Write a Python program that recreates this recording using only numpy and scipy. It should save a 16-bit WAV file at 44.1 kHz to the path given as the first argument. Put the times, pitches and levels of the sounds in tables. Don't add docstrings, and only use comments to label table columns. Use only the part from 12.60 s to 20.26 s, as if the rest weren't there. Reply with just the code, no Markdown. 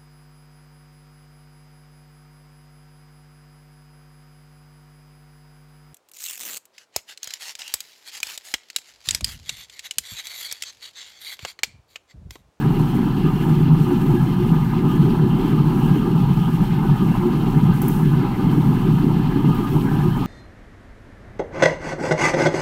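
import sys
import numpy as np
from scipy import signal
from scipy.fft import rfft, irfft
from scipy.io import wavfile
from scipy.ndimage import uniform_filter1d, map_coordinates

SR = 44100
rng = np.random.default_rng(int(sys.argv[2]) if len(sys.argv) > 2 else 0)


def log_audio(samples):
    frames = np.atleast_2d(samples).T
    limited = np.clip(frames, -1, 1)
    pcm = np.round(limited * 32767).astype(np.int16)
    wavfile.write(sys.argv[1], SR, pcm)


N = 337806
TIME = np.arange(N) / SR
FREQS = np.maximum(np.fft.rfftfreq(N, 1 / SR), 1)
SWELL_HZ, THROB_HZ, FLUTTER_HZ = 5.3, 12, 24.9


def from_db(db):
    return 10 ** (np.asarray(db) / 20)


def rms_one(x):
    return x / np.sqrt(np.mean(x ** 2) + 1e-20)


def level_curve(rows):
    return np.interp(TIME, *np.transpose(rows))


def drift(rate_hz):
    return rms_one(irfft(rfft(rng.standard_normal(N)) / (1 + (FREQS / rate_hz) ** 2), N))


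def turbulence(spectrum, modes=()):
    hz, db = np.transpose(spectrum)
    colour_db = np.interp(np.log(FREQS), np.log(hz), db)
    octaves_outside = np.log2(np.maximum(hz[0] / FREQS, 1)) + np.log2(np.maximum(FREQS / hz[-1], 1))
    colour_db -= 40 * octaves_outside
    for centre_hz, width_hz, lift_db in modes:
        colour_db += lift_db / (1 + (2 * (FREQS - centre_hz) / width_hz) ** 2)
    return rms_one(irfft(rfft(rng.standard_normal(N)) * from_db(colour_db), N))


def evened(x, span_s):
    size = max(int(span_s * SR), 1)
    return x / np.sqrt(uniform_filter1d(uniform_filter1d(x ** 2, size), size) + 1e-12)


def swell(peak_s, length_s):
    return 2.0 ** -np.minimum((2 * (TIME - peak_s) / length_s) ** 2, 40)


def throb(depth_db):
    return rms_one(from_db(depth_db * np.tanh(drift(THROB_HZ))))


def unsteady(level_db, swell_db, flutter_db):
    return from_db(level_db + swell_db * drift(SWELL_HZ) + flutter_db * drift(FLUTTER_HZ))


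def stirred(half_width_hz, span_s):
    eddies = drift(half_width_hz) + 1j * drift(half_width_hz)
    power = uniform_filter1d(abs(eddies) ** 2, max(int(span_s * SR), 1)) / 2
    return eddies / np.sqrt(power + 1e-12)


def resonance(pitch_hz, half_width_hz, span_s):
    return np.real(stirred(half_width_hz, span_s) * np.exp(2j * np.pi * pitch_hz * TIME))


# peak_s, length_s, drone_db, churn_db
SURGES = [(0.077, 0.087, -15, -21.5), (0.205, 0.023, -16, -21), (0.36, 0.036, -18, -18.5),
          (0.46, 0.022, -32, -19), (0.662, 0.035, -14.5, -24), (0.942, 0.16, -17, -35),
          (1.034, 0.019, -11.5, -43), (1.116, 0.083, -11, -40), (1.216, 0.055, -15.5, -24),
          (1.334, 0.083, -30, -18.5), (1.432, 0.023, -13, -16.5), (1.505, 0.038, -9.5, -32),
          (1.547, 0.03, -15.5, -18.5), (1.633, 0.046, -12, -44), (1.929, 0.025, -12, -33),
          (2.16, 0.02, -18, -35), (2.262, 0.044, -15, -22), (2.402, 0.039, -12, -29),
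          (2.466, 0.1, -17.5, -18), (2.644, 0.068, -15, -20.5), (2.758, 0.049, -19.5, -18.5),
          (2.825, 0.056, -23, -21), (2.941, 0.032, -13, -16), (3.012, 0.026, -9.5, -21),
          (3.081, 0.045, -12.5, -39), (3.326, 0.042, -10, -34), (3.37, 0.036, -28, -17.5),
          (3.557, 0.06, -14.5, -38), (3.641, 0.024, -13.5, -35), (3.708, 0.032, -11, -25),
          (4.018, 0.025, -8.5, -22), (4.194, 0.036, -16, -20), (4.311, 0.046, -11.5, -29),
          (4.436, 0.042, -37, -18), (4.511, 0.049, -13, -25), (4.877, 0.034, -30, -19),
          (4.972, 0.041, -10.5, -22), (5.049, 0.042, -10.5, -33), (5.107, 0.044, -10.5, -24),
          (5.25, 0.027, -12, -31), (5.49, 0.16, -12.5, -29), (5.577, 0.04, -17, -34),
          (5.873, 0.056, -14, -28), (5.985, 0.058, -15, -20), (6.093, 0.063, -16, -17),
          (6.325, 0.096, -14, -37), (6.434, 0.046, -32, -19.5), (6.716, 0.063, -16, -35),
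          (6.882, 0.07, -12, -22.5), (7.012, 0.037, -39, -20), (7.159, 0.04, -14, -34),
          (7.473, 0.047, -14, -35)]
# time_s, relative_level_db
BOOM_LEVEL = [(0.0, -17), (0.3, -19.5), (0.43, -29), (0.66, -21.5), (0.77, -23), (0.9, -17), (1.22, -21),
              (1.32, -19.5), (1.68, -19.5), (1.83, -21), (1.95, -18), (3.45, -19.5), (4.1, -18),
              (4.62, -21.5), (4.8, -19), (5.58, -23), (5.7, -30), (5.9, -19), (6.75, -19.5), (6.95, -25),
              (7.38, -18.5), (7.54, -17.5), (7.64, -39)]
CHURN_LEVEL = [(0.0, -21.5), (1.35, -21), (1.7, -24), (2.6, -20.5), (3.16, -22.5), (3.3, -20.5),
               (3.66, -25.5), (4.94, -21), (5.72, -22.5), (6.3, -20.5), (7.28, -21.5), (7.64, -24)]
# frequency_hz, relative_density_db
BOOM_SPECTRUM = [(55, -20), (80, -18), (106, -20), (120, -10), (137, -1), (152, 1.5), (163, -3.5),
                 (180, -1.5), (195, -6), (230, -13.5)]
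CHURN_SPECTRUM = [(150, -15), (200, 2), (235, 1.5), (252, -3.5), (300, -4), (345, -9), (375, -9.5),
                  (430, -18), (490, -30.5), (560, -43), (700, -35)]
SHUDDER_SPECTRUM = [(6, -22), (15, -15), (27, 1.5), (35, 5), (43, -20), (52, -6), (64, -16.5), (90, -8),
                    (130, -10)]
# centre_hz, width_hz, lift_db
BOOM_MODES = [(160, 8.4, 8)]
CHURN_MODES = [(215, 18.3, -6), (343, 16.4, -5), (360, 29, 4.5)]


def rumble(main_mode_hz=153.5, shudder_db=-32):
    drone_power = 0
    churn_power = (from_db(level_curve(CHURN_LEVEL) - 0.2) * throb(depth_db=4.0)) ** 2
    for peak_s, length_s, drone_db, churn_db in SURGES:
        surge = from_db(-0.3) * swell(peak_s, length_s)
        drone_power += (from_db(drone_db) * surge) ** 2
        churn_power += (from_db(churn_db) * surge) ** 2
    drone = np.sqrt(drone_power) * resonance(main_mode_hz, half_width_hz=11.3, span_s=0.024)
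    boom_gain = from_db(level_curve(BOOM_LEVEL) - 1.0) * throb(depth_db=3.5)
    boom = boom_gain * evened(turbulence(BOOM_SPECTRUM, BOOM_MODES), span_s=0.057)
    churn = np.sqrt(churn_power) * evened(turbulence(CHURN_SPECTRUM, CHURN_MODES), span_s=0.058)
    shudder = from_db(shudder_db) * evened(turbulence(SHUDDER_SPECTRUM), span_s=0.25)
    return drone + boom + churn + shudder


# time_s, relative_level_db
RUSH_LEVEL = [(0.0, -34), (0.3, -34), (0.6, -36.5), (0.88, -33.5), (1.0, -36.5), (1.3, -34), (2.1, -35),
              (2.35, -33.5), (2.95, -34.5), (3.25, -32), (3.44, -36.5), (3.62, -31), (3.78, -36),
              (4.2, -33), (4.55, -33), (5.08, -33.5), (5.4, -34.5), (5.7, -33), (6.07, -33.7),
              (6.22, -34.5), (6.92, -34), (7.25, -33.5), (7.64, -34)]
# frequency_hz, relative_density_db
RUSH_SPECTRUM = [(480, -9), (555, -16.5), (610, -13), (685, -15.5), (755, -0.5), (830, 1.5), (895, -0.5),
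                 (975, 0), (1060, -4.5), (1135, -10.5), (1200, -7.5), (1330, -9.5), (1410, -19),
                 (1600, -38)]
# centre_hz, width_hz, lift_db
DUCT_MODES = [(1205, 24, 6.7), (1278, 24, 2.6), (1350, 68, 4.9)]


def duct_rush():
    flow = from_db(2.05 * drift(FLUTTER_HZ)) * turbulence(RUSH_SPECTRUM, DUCT_MODES)
    return from_db(level_curve(RUSH_LEVEL) - 0.4) * evened(flow, span_s=0.32)


# frequency_hz, relative_density_db
LOWER_WAVE = [(1330, -31), (1420, 2), (1465, 4.5), (1520, 3), (1750, 1.5), (1830, -11), (1950, -12.5)]
UPPER_WAVE = [(1780, -8.5), (1930, -6), (1990, -4), (2110, -1.5), (2250, -5.5), (2400, -7.5), (2600, -28)]
SIBILANCE = [(2200, -24), (2450, 0.5), (2530, 5.5), (2760, 1.5), (2900, 0), (3150, -0.5), (3550, -5),
             (4000, -3), (4270, -3.5), (4400, -6.5), (4540, -8.5), (4850, -8.5), (5500, -16.5),
             (7000, -22.5)]
# centre_hz, width_hz, lift_db
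GRILLE_MODES = [(2800, 89, 6.4), (3074, 83, 7.2), (3300, 53, 5.3), (3445, 60, 7.6), (3690, 80, 3.3),
                (4220, 110, 2.5), (4635, 90, 5.5), (5150, 110, 3.2), (5520, 120, 7)]


def pulsed_draught(fan_angle, blades=4, depth=0.1):
    lower = unsteady(level_db=-47, swell_db=1.1, flutter_db=2.5) * turbulence(LOWER_WAVE)
    upper = unsteady(level_db=-51, swell_db=-1.0, flutter_db=2.5) * turbulence(UPPER_WAVE)
    grille = unsteady(level_db=-47, swell_db=-0.4, flutter_db=1.6) * turbulence(SIBILANCE, GRILLE_MODES)
    return (lower + upper + grille) * (1 + depth * np.cos(blades * fan_angle))


# time_s, level_db
HISS_LEVEL = [(0.0, -48), (0.1, -53), (0.3, -49.5), (0.52, -54), (0.88, -49), (1.09, -55), (1.22, -49),
              (1.7, -51), (1.98, -51.5), (2.14, -53.5), (2.4, -49), (2.64, -53.5), (2.78, -51),
              (3.02, -52.5), (3.2, -48.3), (3.55, -52.5), (3.98, -50), (4.14, -53), (4.58, -50.5),
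              (4.9, -51), (5.7, -53), (5.98, -50), (6.7, -53), (6.93, -52.5), (7.08, -52), (7.16, -48.5),
              (7.3, -50.5), (7.64, -50.8)]
# frequency_hz, relative_density_db
HISS_SPECTRUM = [(4000, -22), (5600, -3.5), (6500, -4.5), (8000, -3), (10400, -3.5), (11400, -1.5),
                 (12600, 1.5), (13700, -1.5), (14500, -3.5), (15000, 0), (15800, -3.5)]
# centre_hz, width_hz, lift_db
HISS_MODES = [(5460, 110, 5.5), (6050, 120, 3.5), (6300, 80, -6), (6500, 80, 4.5), (6870, 140, -1.5),
              (7200, 70, 3), (8040, 90, 1), (9020, 45, 5), (9000, 70, -3), (11960, 90, 5.5),
              (12620, 110, 3), (12850, 70, 1), (13240, 70, 3)]


def thin_hiss(fan_angle, depth=0.058):
    gain = unsteady(level_curve(HISS_LEVEL), swell_db=0.4, flutter_db=1.06)
    return gain * turbulence(HISS_SPECTRUM, HISS_MODES) * (1 + depth * np.cos(fan_angle))


WALL_DELAYS = [1.725, 3, 5.3, 6.8, 8.9, 9.8, 12.8]


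def wall_reflections(direct, reflection_gain=0.071, sway_ms=0.079):
    out = direct.copy()
    for delay_ms in WALL_DELAYS:
        lag = (delay_ms + sway_ms * drift(0.6)) * SR / 1000
        out += reflection_gain * map_coordinates(direct, [np.arange(N) - lag], order=1, mode="wrap")
    return out / np.sqrt(1 + len(WALL_DELAYS) * reflection_gain ** 2)


# pitch_hz, skirt_hz, level_db, flutter_db
WHISTLES = [(1220, 56, -49, 3), (2830, 220, -58.5, 3.5), (3114, 190, -57.5, 4.5), (4270, 180, -66.5, 4),
            (5480, 160, -75, 5)]


def grille_whistles(flutter_hz=7, skirt_db=-14):
    out = np.zeros(N)
    for pitch_hz, skirt_hz, level_db, flutter_db in WHISTLES:
        band = turbulence([(pitch_hz - skirt_hz, skirt_db), (pitch_hz, 0),
                           (pitch_hz + skirt_hz, skirt_db)])
        out += from_db(level_db + flutter_db * np.minimum(drift(flutter_hz), 2)) * band
    return out


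def rotation(speed_hz, wander):
    return 2 * np.pi * np.cumsum(speed_hz * (1 + wander * drift(0.79))) / SR


def harmonics(angle, orders, waver_db):
    out = np.zeros(N)
    for order, level_db in orders:
        amplitude = np.sqrt(2) * from_db(level_db + waver_db * drift(0.97))
        out += amplitude * np.sin(order * angle + rng.uniform(0, 2 * np.pi))
    return out


# harmonic_number, rms_level_db
FAN_ORDERS = [(1, -40), (3, -30.5), (4, -35.5), (8, -47)]
COMPRESSOR_ORDERS = [(1, -47)]
MAINS_ORDERS = [(2, -29), (4, -37.5), (6, -51.5)]


def motor_hum(fan_angle, compressor_hz=58.94, mains_hz=60.0):
    fan = harmonics(fan_angle, FAN_ORDERS, waver_db=1.5)
    compressor = harmonics(rotation(compressor_hz, wander=0.0005), COMPRESSOR_ORDERS, waver_db=0.6)
    mains = harmonics(2 * np.pi * mains_hz * TIME, MAINS_ORDERS, waver_db=1.2)
    return fan + compressor + mains


# peak_s, level_db
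HOUSING_THROBS = [(0.14, -34), (0.6, -28), (0.685, -32), (1.31, -25.5), (1.54, -22), (1.81, -26),
                  (2.31, -25.5), (2.51, -29), (2.65, -28.5), (2.78, -32.5), (3.44, -31.5), (4.68, -22.5),
                  (5.46, -31), (6.32, -29), (6.51, -28), (6.75, -27), (7.47, -28)]


def housing_throbs(pitch_hz=356, length_s=0.088):
    envelope = sum(from_db(level_db) * swell(peak_s, length_s) for peak_s, level_db in HOUSING_THROBS)
    return envelope * resonance(pitch_hz, half_width_hz=5.2, span_s=0.074)


# peak_s, pitch_hz, level_db
WHIRRS = [(0.17, 2804, -46), (0.31, 3080, -48), (0.39, 1233, -42), (0.67, 2810, -46), (0.69, 1217, -37.5),
          (0.79, 2812, -48), (0.85, 3110, -49.5), (0.96, 2740, -53), (1.05, 2760, -49), (1.28, 2815, -51),
          (1.59, 1650, -41), (1.98, 1217, -38.5), (2.3, 2840, -47), (2.31, 1222, -36), (2.34, 3150, -46.5),
          (2.72, 2820, -48.5), (2.97, 1224, -37), (3.24, 2850, -44), (3.3, 1620, -44), (3.44, 1215, -36.5),
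          (3.85, 3112, -44), (3.88, 1222, -39), (4.26, 1490, -44), (4.42, 1206, -37.5), (4.54, 2750, -47),
          (5.11, 1236, -39), (5.13, 1577, -42), (6.73, 1685, -43), (6.92, 1225, -36), (6.9, 3100, -49),
          (7.055, 1212, -35.5), (7.33, 1580, -43.5), (7.46, 1230, -38.5), (7.62, 1230, -35.5)]


def duct_whirrs(length_s=0.083, base_pitch_hz=1200):
    out = np.zeros(N)
    eddies = stirred(half_width_hz=26, span_s=0.069)
    for peak_s, pitch_hz, level_db in WHIRRS:
        near = np.flatnonzero(abs(TIME - peak_s) < 2 * length_s)
        pace = (pitch_hz / base_pitch_hz) ** 2
        flutter = eddies[(near * pace).astype(int) % N]
        band = np.real(flutter * np.exp(2j * np.pi * pitch_hz * TIME[near]))
        out[near] += from_db(level_db) * swell(peak_s, length_s)[near] * band
    return out


def decay(age_s, t60_s):
    return np.exp(-np.log(1000) * np.minimum(age_s / t60_s, 10))


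# start_s, level_db, low_edge_hz, crack_t60_s, tail_db, snap_relative_db
TICKS = [(5.135, -52, 9000, .04, -47.5, -7), (5.218, -30, 10000, 0.075, -45.5, 2),
         (5.2819, -24, 9300, 0.048, -47.5, -12), (6.9452, -41, 10500, .1, -50, -8),
         (7.135, -52, 7000, .15, -60, -3)]
# frequency_hz, relative_density_db
TICK_SPECTRUM = [(3500, -20), (5700, 3), (7000, 2), (10000, 6), (12500, 8.5), (14000, 6), (16000, 5)]
# centre_hz, width_hz, lift_db
PLASTIC_MODES = [(12100, 500, 3)]


def plastic_ticks(rise_s=0.0002, snap_t60_s=0.018, tail_t60_s=0.95):
    out = np.zeros(N)
    ring = evened(turbulence(TICK_SPECTRUM, PLASTIC_MODES), span_s=0.002)
    body = evened(turbulence(TICK_SPECTRUM), span_s=0.001)
    for start_s, level_db, low_edge_hz, crack_t60_s, tail_db, snap_relative_db in TICKS:
        age_s = np.maximum(TIME - start_s, 0)
        highpass = signal.butter(4, low_edge_hz, "high", fs=SR, output="sos")
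        crack = rms_one(signal.sosfilt(highpass, ring)) * decay(age_s, crack_t60_s)
        snap = body * from_db(snap_relative_db) * decay(age_s, snap_t60_s)
        tail = ring * from_db(tail_db) * decay(age_s, tail_t60_s)
        attack = 1 - np.exp(-age_s / rise_s)
        out += attack * (from_db(level_db) * (crack + snap) + tail)
    return out


def scene():
    fan_angle = rotation(speed_hz=45.82, wander=0.00079)
    lows = rumble() + housing_throbs()
    air = duct_rush() + wall_reflections(pulsed_draught(fan_angle) + thin_hiss(fan_angle))
    air_tones = duct_whirrs() + grille_whistles()
    return (lows + air + air_tones + motor_hum(fan_angle) + plastic_ticks())[None]


def record(dry):
    cutoff_hz = 15750
    return irfft(rfft(dry) / np.sqrt(1 + (FREQS / cutoff_hz) ** 400), N)


dry = scene()
out = record(dry)
log_audio(out)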